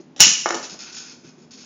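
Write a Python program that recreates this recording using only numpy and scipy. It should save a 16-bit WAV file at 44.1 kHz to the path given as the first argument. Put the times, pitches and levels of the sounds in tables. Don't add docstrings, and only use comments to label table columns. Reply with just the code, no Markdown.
import sys
import numpy as np
from scipy import signal
from scipy.fft import rfft, irfft
from scipy.io import wavfile

SR = 44100
rng = np.random.default_rng(int(sys.argv[2]) if len(sys.argv) > 2 else 0)


def store_pcm(level_fs):
    pcm = np.round(np.clip(level_fs, -1, 1) * 32767).astype(np.int16)
    wavfile.write(sys.argv[1], SR, np.atleast_2d(pcm).T)


def gain_from_decibels(decibels):
    exponent = np.asarray(decibels, float) / 20
    return 10 ** exponent


N = 72765

# [Hz, dB]
TRAP_COLOUR = [(700, -28.5), (2450, -12), (2900, -5), (3450, -11.5), (4900, -8.5), (5600, 0.8), (6150, -4),
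               (6800, -3.5)]


def at_hz(points, hz):
    table = np.array(points)
    return np.interp(np.log(hz), np.log(table[:, 0]), table[:, 1])


def rms_one(x):
    return x / np.sqrt(np.mean(x ** 2) + 1e-20)


def high_pass(x, hz):
    return signal.sosfilt(signal.butter(4, hz, "high", fs=SR, output="sos"), x)


def ring(x, hz, t60_s):
    r = gain_from_decibels(-60 / (t60_s * SR))
    w = 2 * np.pi * hz / SR
    return signal.lfilter([0, np.sin(w)], [1, -2 * r * np.cos(w), r * r], x + 1e-18)


def modes(x, rows, offset_db):
    return sum(gain_from_decibels(db + offset_db) * ring(x, hz, t60_s) for hz, db, t60_s in rows)


def body(x, peaks):
    out = 0
    for k, (hz, width_hz, db) in enumerate(peaks):
        r = np.exp(-np.pi * width_hz / SR)
        zeros = (1 - r * r) / 2 * np.array([1, 0, -1])
        poles = [1, -2 * r * np.cos(2 * np.pi * hz / SR), r * r]
        out = out + (-1) ** k * gain_from_decibels(db) * signal.lfilter(zeros, poles, x + 1e-18)
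    return out


def colour(x, points):
    size = 4096
    hz = np.maximum(np.fft.rfftfreq(size, 1 / SR), 1)
    cepstrum = irfft(np.log(gain_from_decibels(at_hz(points, hz))), size)
    cepstrum[1:size // 2] *= 2
    cepstrum[size // 2 + 1:] = 0
    response = irfft(np.exp(rfft(cepstrum)), size)
    return signal.fftconvolve(x, response)[:len(x)]


def bursts(rows, decay_s):
    t = np.arange(N) / SR
    shape = sum(gain_from_decibels(db) * (t >= s) * np.exp(-np.maximum(t - s, 0) / decay_s) for s, db in rows)
    return shape * rng.standard_normal(N)


def background():
    # [Hz, dB per Hz]
    air_colour = [(18, -62), (30, -43), (191, -6.5), (258, -1), (290, -13.5), (349, -7.5), (530, -18),
                  (803, -21.5), (7590, -42), (9870, -104), (16700, -120)]
    # [Hz, dB rms]
    hum_lines = [(156, -62.5), (210, -66.5), (264, -61.5), (313, -61.5), (414, -77)]
    air_db, hum_width_hz = -51, 8
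    hz = np.maximum(np.fft.rfftfreq(N, 1 / SR), 1)
    spectrum = rfft(rng.standard_normal(N)) * gain_from_decibels(at_hz(air_colour, hz))
    out = gain_from_decibels(air_db) * rms_one(irfft(spectrum, N))
    for f, db in hum_lines:
        line = body(rng.standard_normal(N + SR), [(f, hum_width_hz, 0)])[SR:]
        out = out + gain_from_decibels(db) * rms_one(line)
    return out


def room_response():
    # [Hz, s]
    room_t60 = [(150, 0.25), (400, 0.51), (1040, 0.56), (2760, 0.58), (7280, 0.59)]
    gap_s, early_db, early_s = 0.0027, 4, 0.09
    flutter_s, flutter_db, flutter_from_hz = 0.011, 1.5, 1900
    t, out = np.arange(SR) / SR, 0
    white = rng.standard_normal((2, SR))
    edges_hz = 60 * 2. ** np.arange(9)
    for k, (low, high) in enumerate(zip(edges_hz, edges_hz[1:])):
        octave = signal.butter(2, [low, high], "band", fs=SR, output="sos")
        decay_db = -60 * t / at_hz(room_t60, np.sqrt(low * high))
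        if low > flutter_from_hz:
            decay_db = decay_db + flutter_db * np.cos(2 * np.pi * t / flutter_s)
        out = out + signal.sosfilt(octave, white[k % 2]) * gain_from_decibels(decay_db)
    out = out * np.clip(t / gap_s, 0, 1) * gain_from_decibels(early_db * np.exp(-t / early_s))
    return out / np.sqrt(np.sum(out ** 2))


def paws():
    # [s, dB, Hz]
    thuds = [(0.0, -36.5, 300), (0.164, -40, 400), (0.265, -21.5, 210), (0.309, -33, 180),
             (0.552, -35.5, 200), (0.601, -33, 350), (0.723, -31.5, 196), (0.742, -38, 546),
             (1.041, -43.5, 250), (1.09, -49, 315), (1.245, -36.5, 242), (1.269, -38, 180)]
    t60_s, out = 0.049, 0
    for s, db, hz in thuds:
        floor = [(hz, 0.77 * hz, 0.5), (1.34 * hz, 1.3 * hz, -6)]
        out = out + body(bursts([(s, db + 20.5)], t60_s / 7), floor)
    return out


def skids():
    starts_s = [0.001, 0.56, 0.626, 0.642, 0.695, 0.789, 0.861, 0.922, 0.94, 0.966, 1.0, 1.235, 1.38, 1.507,
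                1.574]
    # [s, dB, dB, ratio]
    scrapes = [(0.016, -58, -20, 1.01), (0.026, -39.5, -7, 0.6), (0.016, -35.5, -8, 1.2),
               (.012, -37, -14, 0.8), (0.042, -39.5, -11, 1.01), (0.05, -38, -9, 1.02),
               (0.038, -44, -2.5, 0.48), (0.0089, -39, -13, 1.1), (0.03, -41, -8, 2),
               (0.02, -38, -11.5, 1.02), (0.13, -45, -7.5, 1.01), (.06, -52.5, -5.5, 1.01),
               (0.064, -60.5, -8, 1.033), (0.049, -46, -11.5, 1.01), (.08, -47.5, -8.5, 1.01)]
    # [Hz, Hz, dB]
    claw_peaks = [(3320, 900, -12), (4453, 270, -4), (5064, 240, -0.9), (6470, 380, -1.9)]
    # [Hz, Hz, dB]
    floor_peaks = [(800, 410, -10.5), (1463, 160, 0), (2486, 320, -0.7)]
    attack_s, release_s, grains_per_s, spread_db = 0.0018, 0.013, 2800, 2
    t, out = np.arange(N) / SR, 0
    hits = rng.random(N) < grains_per_s / SR
    heights = gain_from_decibels(spread_db * np.minimum(rng.exponential(1, N), 5))
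    grains = hits * heights * rng.choice([-1, 1], N)
    low = rms_one(body(grains[::-1], floor_peaks))
    for s, (length_s, db, low_db, pitch) in zip(starts_s, scrapes):
        high = rms_one(body(grains, np.array(claw_peaks) * [np.clip(pitch, .96, 1.05), 1, 1]))
        attack = np.clip((t - s) / attack_s, 0, 1)
        release = np.exp(-np.maximum(t - s - length_s, 0) / release_s)
        out = out + gain_from_decibels(db) * attack * release * (high + gain_from_decibels(low_db) * low)
    return out


def landings():
    # [s, dB, ms, dB, dB]
    contacts = [
        (0.4588, -8, 0.078, -20, -34),
        (0.4648, -11.5, 0.061, -31.5, -46),
        (0.4884, -24, 0.078, -19, -36.5),
        (0.5063, -11, 0.021, -20.5, -26),
        (0.524, -32, 0.14, -26, -32),
        (0.5439, -16.5, 0.14, -17, -28),
        (0.551, -17.5, 0.41, -23, -19),
        (0.564, -19, 0.28, -40, -32),
    ]
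    # [Hz, dB, s]
    base_modes = [(626, -25.5, 0.024), (762, -11, 0.074), (930, -3.5, 0.026), (1122, 5, 0.0061),
                  (1262, 0.5, 0.028), (1420, 2, 0.019), (1755, 4, 0.014), (2130, 1, 0.011),
                  (3900, -1.5, 0.005)]
    # [Hz, dB, s]
    table_modes = [(259.2, -3, 0.18), (343.6, -1, 0.14), (400, -10, 0.17)]
    spread_db, base_cut_hz, rattle_s = 2.5, 320, 0.0031
    out, t = np.zeros(N), np.arange(N) / SR
    chance_db = rng.normal(0, spread_db, (len(contacts), len(base_modes)))
    for (s, db, soft_ms, _, table_db), offsets_db in zip(contacts, chance_db):
        push = np.exp(-.5 * ((t - s) * 1000 / max(soft_ms, .03)) ** 2)
        push = push / push.sum()
        struck = [(hz, m_db + d, t60_s) for (hz, m_db, t60_s), d in zip(base_modes, offsets_db)]
        out -= modes(push, struck, db - 8)
        out += modes(push, table_modes, table_db)
    rattle = bursts([(row[0], row[3]) for row in contacts], rattle_s)
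    return high_pass(out, base_cut_hz) + 2.9 * colour(rattle, TRAP_COLOUR)


def trap():
    # [s, dB]
    catch_slips = [
        (0.1628, -25),
        (0.168, -43),
        (0.1792, -27.5),
        (0.185, -42.5),
        (0.1935, -17),
        (0.198, -4.5),
        (0.2, -6.5),
    ]
    # [s, dB]
    bar_strikes = [
        (0.2039, 2.5),
        (0.2079, -9),
        (0.221, -13),
    ]
    # [Hz, dB, s]
    wire_modes = [(2946, -4, 0.38), (2860, -1, .45), (3026, -2.5, .3), (4950, -10, .2), (5500, -0.5, 0.13),
                  (5726, -3.5, 0.24), (5870, -10.5, 0.078), (7050, 0, 0.24), (6735, -0.5, 0.22)]
    # [Hz, dB, s]
    boom_modes = [(180, -26, 0.052), (389, -25.5, 0.033), (603, -33.5, 0.067), (886, -28.5, 0.15)]
    # [Hz, Hz, dB]
    bar_peak = [(2949, 67, 8.5)]
    strike_db, wire_db, tick_s = 20.5, -47.5, 0.0013
    crack = np.zeros(N)
    for s, db in bar_strikes:
        crack[int(s * SR)] = gain_from_decibels(db + strike_db)
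    ticks = signal.lfilter([1, -.6], [1], bursts(catch_slips, tick_s))
    snap = 3.51 * colour(crack, TRAP_COLOUR) + body(crack, bar_peak) + modes(crack, wire_modes, wire_db)
    snap = snap + 0.97 * ticks + .4 * colour(ticks, TRAP_COLOUR)
    return snap, modes(crack, boom_modes, -14.5)


def scene():
    mic_cut_hz = 92
    snap, boom = trap()
    # source, reverberation send/dB
    parts = [(snap, 4.5), (boom, -8), (landings(), -3.5), (skids(), -4.5), (paws(), -5)]
    direct = sum(x for x, _ in parts)
    send = sum(gain_from_decibels(db) * x for x, db in parts)
    wet = signal.fftconvolve(send, room_response())[:N]
    return (high_pass(direct + wet, mic_cut_hz) + background())[None]


def roll_off(x):
    return signal.sosfilt(signal.butter(12, 17000, fs=SR, output="sos"), x)


def record(dry):
    cutoff_hz, wall_hz, top_hz = 7170, 8150, 17000
    gain_db, clip = -0.12, .9
    x = signal.sosfilt(signal.cheby1(7, 1, cutoff_hz, fs=SR, output="sos"), dry) * gain_from_decibels(gain_db)
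    x = signal.sosfilt(signal.cheby2(16, 70, wall_hz, fs=SR, output="sos"), x)
    x = np.clip(x, -clip, clip)
    x = signal.sosfilt(signal.cheby2(12, 60, top_hz, fs=SR, output="sos"), x)
    return roll_off(x)


dry = scene()
out = record(dry)
store_pcm(out)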